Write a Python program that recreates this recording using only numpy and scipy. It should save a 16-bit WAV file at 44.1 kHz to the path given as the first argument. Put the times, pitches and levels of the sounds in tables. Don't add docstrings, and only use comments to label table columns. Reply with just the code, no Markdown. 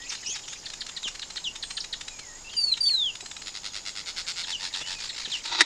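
import sys
import numpy as np
from scipy import signal
from scipy.fft import rfft, irfft
from scipy.io import wavfile
from scipy.ndimage import uniform_filter1d

SR = 44100
rng = np.random.default_rng(int(sys.argv[2]) if len(sys.argv) > 2 else 0)


def master_out(mix):
    frames = np.transpose(np.atleast_2d(mix))
    ceiling = np.clip(frames, -1, 1)
    pcm = np.round(ceiling * 32767).astype(np.int16)
    wavfile.write(sys.argv[1], SR, pcm)


N = 249165
TIME = np.arange(N) / SR
TOP_HZ = 15500


def undb(db):
    return 10 ** (np.asarray(db) / 20)


def unit(x):
    return x / np.sqrt(np.mean(x ** 2) + 1e-18)


def add(track, start, sound):
    i = max(int(start * SR), 0)
    track[i:i + len(sound)] += sound[:max(N - i, 0)]


def ramp(length):
    return np.linspace(0, 1, max(int(length * SR), 8))


def wobble(size, hz):
    k = max(int(SR / hz), 1)
    noise = rng.standard_normal(size + 8 * k)
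    return unit(uniform_filter1d(uniform_filter1d(noise, k), k))[4 * k:4 * k + size]


def colour(x, points):
    hz, db = np.transpose(points)
    bins = np.maximum(np.fft.rfftfreq(len(x), 1 / SR), 1)
    return irfft(rfft(x) * undb(np.interp(np.log(bins), np.log(hz), db)), len(x))


def resonate(x, hz, width):
    return signal.lfilter(*signal.iirpeak(hz, hz / width, fs=SR), x)


def cycles(hz):
    return 2 * np.pi * np.cumsum(hz) / SR


def arch(u, rise, fall):
    return np.sin(np.pi / 2 * np.clip(np.minimum(u / rise, (1 - u) / fall), 0, 1))


def note(hz, octave_db, rough, flutter_db=1.5, third_db=-25):
    phase = cycles(hz * (1 + rough * wobble(len(hz), 1200)))
    overtones = undb(octave_db) * (np.sin(2 * phase) + undb(third_db) * np.sin(3 * phase))
    tone = (np.sin(phase) + overtones) * undb(flutter_db * wobble(len(hz), 113))
    return unit(tone * arch(np.linspace(0, 1, len(hz)), 0.051, 0.36))


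def foliage(x, wet_db, t60=0.17, early_t60=0.018, late_db=-11, leaf_hz=2500):
    t = np.arange(SR // 2) / SR
    decay = 1000 ** (-t / early_t60) + undb(late_db) * 1000 ** (-t / t60)
    cloud = rng.standard_normal(len(t)) * decay * (t > .003)
    cloud = signal.sosfilt(signal.butter(2, leaf_hz, "high", fs=SR, output="sos"), cloud)
    return x + undb(wet_db) * signal.fftconvolve(x, cloud / np.linalg.norm(cloud))[:N]


# f/Hz, level/dB
AIR_EQ = [(15, 2), (25, 15), (33, 1), (130, -2.5), (300, -5), (700, -7), (880, -3.5), (1100, -8),
          (2400, -10.5), (3800, -8), (6800, -5.5), (8500, -16.5), (11000, -28.5), (15000, -37.5)]

def air(db=-48.5):
    return unit(colour(rng.standard_normal(N), AIR_EQ)) * undb(db)


# t/s, level/dB
COLONY_FADER = [(0, -44), (2.3, -64), (3.4, -59), (5.6, -43.5)]

def colony(count=1100, low_hz=2000, high_hz=6900, octave_db=-17):
    out = np.zeros(N)
    for start, length, pitch, glide, size in rng.random((count, 5)):
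        u = ramp(.01 + 0.02 * length)
        sweep_hz = (low_hz + (high_hz - low_hz) * pitch) * (1 + (.2 - 0.5 * glide) * u)
        phase = cycles(sweep_hz * (1 + 0.089 * wobble(len(u), 1500)))
        tone = np.sin(phase) + undb(octave_db) * (1 - pitch) * np.sin(2 * phase)
        add(out, start * N / SR, undb(12 * size) * tone * arch(u, 0.42, 0.3))
    return unit(foliage(out, wet_db=-12)) * undb(np.interp(TIME, *np.transpose(COLONY_FADER)))


def twitter(hz, db, spread, rate=60, bend=0.129, run_s=.11, scatter_db=2.0, run_db=3):
    out = np.zeros(N)
    u = ramp(0.63 / rate)
    runs = rng.uniform(-1, 1, (N // 100, 2))
    for k, (late, detune, size) in enumerate(rng.standard_normal((int(N / SR * rate), 3))):
        start = (k + 0.15 * late) / rate
        pitch, effort = runs[int(abs(start) / run_s)]
        arc_hz = hz * (1 + spread * pitch + 0.013 * detune) * (1 - bend * (2 * u - 1) ** 2)
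        gain = undb(scatter_db * size + run_db * effort)
        add(out, start, gain * np.sin(cycles(arc_hz)) * arch(u, 0.09, 0.39))
    return undb(db) * unit(out)


# t/s, length/s, start f/Hz, middle f/Hz, end f/Hz, level/dB
CLEAR_SLURS = [(.0, 0.074, 1855, 1950, 2010, -49.5), (.225, 0.15, 3050, 2683, 2300, -48.5),
               (1.63, 0.21, 8350, 8400, 8500, -52), (2.106, 0.096, 2480, 2400, 2310, -54),
               (2.20, 0.22, 2450, 1876, 2250, -55), (2.443, 0.086, 2615, 2740, 2920, -46.5),
               (2.518, 0.041, 4370, 4820, 5140, -48.5), (2.524, 0.093, 3310, 2890, 2690, -43.5),
               (2.675, .061, 2730, 2620, 1960, -51), (2.855, 0.051, 3270, 3500, 1890, -37),
               (2.904, .069, 2120, 1660, 1590, -54), (3.33, 0.035, 3500, 4230, 4400, -64),
               (3.675, 0.049, 3620, 3670, 3100, -52), (4.802, 0.1, 2600, 2910, 3020, -42.5),
               (4.942, 0.089, 2650, 2450, 2430, -48)]
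# t/s, length/s, start f/Hz, middle f/Hz, end f/Hz, level/dB
HOARSE_SQUAWKS = [(.259, .086, 2550, 3165, 3285, -33), (.476, .065, 2830, 3350, 3420, -43)]

def slurs(rows, octave_db, rough):
    out = np.zeros(N)
    for start, length, first, middle, last, db in rows:
        hz = np.polyval(np.polyfit([0, .5, 1], [first, middle, last], 2), ramp(length))
        add(out, start, undb(db) * note(hz, octave_db, rough))
    return out


# t/s, start f/Hz, level/dB
CHIP_CUES = [(.093, 6300, -33.5), (0.656, 4445, -35.5), (0.806, 4570, -33.5), (.964, 4454, -34),
             (1.218, 4250, -34.5), (1.365, 4450, -32), (1.625, 4450, -32), (1.768, 4500, -31),
             (1.926, 4350, -30.5), (4.434, 4306, -34.5), (4.738, 3986, -32), (4.923, 4140, -38),
             (5.09, 4550, -33), (5.247, 4230, -32.5)]

def chips(length_s=0.02163, fall=0.308, warble_hz=270, warble=0.068, rough=0.067, beak_hz=9200):
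    out, u = np.zeros(N), ramp(length_s)
    for start, hz, db in CHIP_CUES:
        vibrato = warble * np.sin(cycles(warble_hz * (1 + 0.213 * wobble(len(u), 196))))
        jitter = rough * (.5 + 2 * u) * wobble(len(u), 2500)
        phase = cycles(hz * (1 - fall * u) * (1 + vibrato + jitter))
        half_tones = undb(-7) * np.sin(phase / 2) + undb(-15) * np.sin(1.5 * phase)
        voice_break = np.clip(2 * u - .3, 0, 1)
        tone = np.sin(phase) + voice_break * half_tones + undb(-19) * np.sin(2 * phase)
        add(out, start, undb(db) * unit(tone * arch(u, .12, .65)))
    return signal.sosfilt(signal.butter(6, beak_hz, fs=SR, output="sos"), out)


def syrinx(size, throat_eq, hz, jitter, hiss_db, ring_s=0.0005):
    pad = 512
    span = size + 2 * pad
    phase = cycles(hz * (1 + jitter * wobble(span, hz))) + 2 * np.pi * rng.random()
    snaps = unit(sum(np.cos(k * phase) for k in range(1, int(TOP_HZ / hz))))
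    t = np.arange(64) / SR
    ring = rng.standard_normal(len(t)) * np.exp(-t / ring_s)
    smear = np.exp(1j * np.angle(rfft(ring, span)))
    voice = irfft(rfft(snaps) * smear, span) + undb(hiss_db) * rng.standard_normal(span)
    return unit(colour(voice, throat_eq)[pad:pad + size])


# f/Hz, level/dB
RASP_EQ = [(400, -24), (900, -10), (1500, -4), (3000, -1), (4200, -6), (5200, -3), (7700, -8),
           (9000, -18.5), (14000, -54.5)]
# centre t/s, length/s, level/dB
RASP_CUES = [(.128, 0.037, -32.5), (.153, 0.0092, -33), (.363, 0.023, -32), (.396, 0.013, -40.5),
             (.484, .013, -36.5), (.533, 0.02, -35.5), (.739, 0.01, -32), (.894, 0.015, -34.5),
             (1.083, 0.018, -30), (1.155, 0.018, -37), (1.307, 0.012, -34), (1.56, 0.016, -33.5),
             (1.71, 0.015, -31), (1.846, 0.011, -32.5), (2.014, .011, -30), (2.084, 0.011, -31.5),
             (2.195, 0.013, -35.5), (2.538, 0.013, -39.5), (2.777, .015, -32.5), (4.815, 0.029, -34.5),
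             (5.458, 0.013, -30)]
# first t/s, last t/s, gap/s, length/s, level/dB
RASP_RUNS = [(0.703, 1.361, .165, .0065, -32.5), (3.156, 3.422, .0535, .0085, -33)]

def rasps(hz=430, jitter=0.086, hiss_db=-4, squeak_hz=(3500, 4350), full_squeak_from_db=-34):
    out = np.zeros(N)
    runs = [(centre, length, db) for first, last, gap, length, db in RASP_RUNS
            for centre in np.linspace(first, last, round((last - first) / gap) + 1)]
    for centre, length, db in list(RASP_CUES) + runs:
        u = ramp(2 * length)
        swell = np.exp(-((u - .5) / .21) ** 2)
        pitch = rng.uniform(*squeak_hz) * (1 + .025 * wobble(len(u), 900))
        squeak = undb(min(db - full_squeak_from_db, 0)) * np.sin(cycles(pitch)) * 2 * u
        voice = syrinx(len(u), RASP_EQ, hz, jitter, hiss_db) + squeak
        add(out, centre - length, undb(db) * swell * unit(voice))
    return out


# t/s, length/s, start f/Hz, level/dB
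FLICK_CUES = [(0.16, 0.023, 5030, -47), (0.23, 0.016, 5040, -48), (.298, .029, 4820, -48),
              (0.337, 0.023, 6320, -38.5), (1.804, 0.012, 5750, -31.5), (2.495, 0.014, 4100, -43),
              (2.738, 0.0067, 4120, -30.5)]

def flicks(fall_octaves=0.69):
    out = np.zeros(N)
    for start, length, hz, db in FLICK_CUES:
        sweep_hz = hz * 2 ** (-fall_octaves * ramp(length))
        add(out, start, undb(db) * note(sweep_hz, octave_db=-34, rough=0.017))
    return out


# t/s, level/dB
BUMP_CUES = [(0.288, -46), (1.053, -45), (3.225, -46.5), (4.81, -42), (5.273, -45.5)]

def bumps(hz=330, width_hz=400, length_s=0.019, dull_hz=1200):
    out, u = np.zeros(N), ramp(length_s)
    for start, db in BUMP_CUES:
        thud = unit(resonate(rng.standard_normal(len(u)), hz, width_hz))
        add(out, start, undb(db) * thud * arch(u, 0.073, 0.87))
    return signal.sosfilt(signal.butter(2, dull_hz, fs=SR, output="sos"), out)


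# t/s, level/dB
TEW_CUES = [(1.037, -33), (1.441, -31.5), (4.518, -33), (5.317, -31)]

def tews(length_s=0.054, base_hz=3272, drop_hz=875, drop_s=.009, sag_hz_per_s=11000):
    out, t = np.zeros(N), ramp(length_s) * length_s
    hz = base_hz + drop_hz * np.exp(-t / drop_s) - sag_hz_per_s * t
    for start, db in TEW_CUES:
        add(out, start, undb(db) * note(hz, octave_db=-14, rough=0.017))
    return out


# t/s, f/Hz, level/dB
WHISTLE_CURVES = [
    [(2.566, 4764, -28), (2.58, 4740, -25), (2.692, 4351, -24.5), (2.712, 4173, -34.5),
     (2.726, 4090, -22.5), (2.742, 3850, -24.5)],
    [(2.805, 4760, -23.5), (2.815, 4687, -23.5), (2.889, 4493, -23.5), (3.003, 3686, -25),
     (3.069, 3205, -26.5), (3.103, 2780, -34), (3.115, 2660, -35)],
]

def whistles(octave_db=-20, third_db=-43, waver=0.0016, flutter_db=2.0, octave_fade=5):
    out = np.zeros(N)
    for curve in WHISTLE_CURVES:
        times, hz, db = np.transpose(curve)
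        length = times[-1] - times[0]
        u = ramp(length)
        t = times[0] + u * length
        pitch = np.interp(t, times, hz) * (1 + waver * wobble(len(u), 230))
        phase = cycles(pitch)
        octave = undb(octave_db) * (pitch / hz[0]) ** octave_fade * np.sin(2 * phase)
        tone = np.sin(phase) + octave + undb(third_db) * np.sin(3 * phase)
        gain = undb(np.interp(t, times, db) + flutter_db * wobble(len(u), 110))
        add(out, times[0], np.sqrt(2) * tone * arch(u, .02, 0.023) * gain)
    return out


# f/Hz, level/dB
BUZZ_EQ = [(500, -36), (700, -20), (900, -8.5), (1100, -9), (1400, -7), (2100, -3), (3000, -4.5), (3750, 1),
           (4900, 1.5), (5900, -7), (8000, -12.5), (10000, -27), (14000, -50)]
# from t/s, burst rate/Hz, burst length/s, snap f/Hz, hiss level/dB
BUZZ_STAGES = [(3.4, 103, 0.0041, 688.7, -8), (4.04, 173, 0.0036, 719.3, -6),
               (4.45, 93, .0064, 898.6, -0.5), (4.97, 56.7, .012, 913.5, 11.5)]
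# first burst t/s, length/s, level/dB
BUZZ_CUES = [(3.463, .028, -29), (3.544, .037, -31.5), (3.6354, .046, -30.5), (3.736, .056, -31),
             (3.855, .046, -30), (3.955, .056, -30), (4.061, .051, -31.5), (4.165, .051, -29),
             (4.268, .051, -28.5), (4.361, .067, -30), (4.474, .054, -30.5), (4.6, .086, -30.5),
             (4.73, .075, -30.5), (4.865, .086, -31), (4.991, .085, -32.5), (5.15, .085, -34),
             (5.286, .102, -37), (5.444, .051, -35.5)]

def buzzes(edge_db=-7, scatter_db=1.1, jitter=0.0499):
    out = np.zeros(N)
    for first, length, db in BUZZ_CUES:
        _, rate, burst_s, hz, hiss_db = [stage for stage in BUZZ_STAGES if stage[0] <= first][-1]
        u = ramp(burst_s)
        for k, place in enumerate(np.linspace(-1, 1, round(length * rate) + 1)):
            gain = undb(db + edge_db * place ** 2 + scatter_db * rng.standard_normal())
            burst = syrinx(len(u), BUZZ_EQ, hz, jitter, hiss_db) * arch(u, 0.044, 0.12)
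            add(out, first + k / rate - burst_s / 2, gain * burst)
    return out


# f/Hz, width/Hz, rubbed level/dB, knocked level/dB
BODY_MODES = [(362, 81, -1.5, -2), (943, 85, 7, -25), (1360, 340, 2.5, -8), (1973, 155, 2, 12),
              (2550, 570, 0, -3), (3770, 370, 12.5, 5), (4520, 290, 3, -1), (5410, 180, -4, -4)]
# peak t/s, level/dB
PUSH_CUES = [(5.527, -27.5), (5.556, -29), (5.604, -18.5)]

def rub(from_s=5.44, steady_db=-39, rise_s=0.014, fall_s=0.011, grit_db=2, dull_hz=5500):
    friction = rng.standard_normal(N) * undb(grit_db * wobble(N, 714))
    friction = signal.sosfilt(signal.butter(3, dull_hz, fs=SR, output="sos"), friction)
    body = unit(sum(undb(db) * resonate(friction, hz, width) for hz, width, db, _ in BODY_MODES))
    pushes = sum(undb(db) * np.exp(-np.maximum((peak - TIME) / rise_s, (TIME - peak) / fall_s))
                 for peak, db in PUSH_CUES)
    return body * (undb(steady_db) * (TIME > from_s) + pushes)


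# t/s, level/dB, decay/s, crack level/dB
KNOCK_CUES = [(5.6075, -7.5, 0.0058, -28), (5.616, -15.5, 0.0034, -10)]

def knock():
    out, t = np.zeros(N), np.arange(SR // 20) / SR
    for start, db, decay, crack_db in KNOCK_CUES:
        contact = rng.standard_normal(len(t)) * np.exp(-t / decay)
        ring = sum(undb(mode_db) * np.sqrt(width) * unit(resonate(contact, hz, width))
                   for hz, width, _, mode_db in BODY_MODES)
        blow = unit(ring) + undb(crack_db) * unit(contact)
        add(out, start, undb(db) * blow / np.std(blow[:SR // 200]))
    return out


def handling(band_hz=(290, 9300)):
    band = signal.ellip(5, 1, 45, band_hz, "band", fs=SR, output="sos")
    return signal.sosfilt(band, np.tanh(rub() + knock()))


def scene():
    clear_notes = tews() + flicks() + slurs(CLEAR_SLURS, octave_db=-22, rough=0.017)
    squawks = slurs(HOARSE_SQUAWKS, octave_db=6.5, rough=0.043)
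    calls = chips() + clear_notes + squawks + rasps() + buzzes()
    near = foliage(calls, wet_db=-6.0) + foliage(whistles(), wet_db=-10.0)
    trills = (twitter(hz=7390, db=-53.5, spread=0.049)
              + twitter(hz=6780, db=-52.5, spread=0.017, rate=57, bend=0.07)
              + twitter(hz=5145, db=-56.5, spread=0.037, bend=0.071))
    return (near + foliage(trills, wet_db=-3.5) + colony() + air() + bumps() + handling())[None]


def record(dry):
    return signal.sosfilt(signal.ellip(8, .2, 70, TOP_HZ, fs=SR, output="sos"), np.clip(dry, -1, 1))


dry = scene()
out = record(dry)
master_out(out)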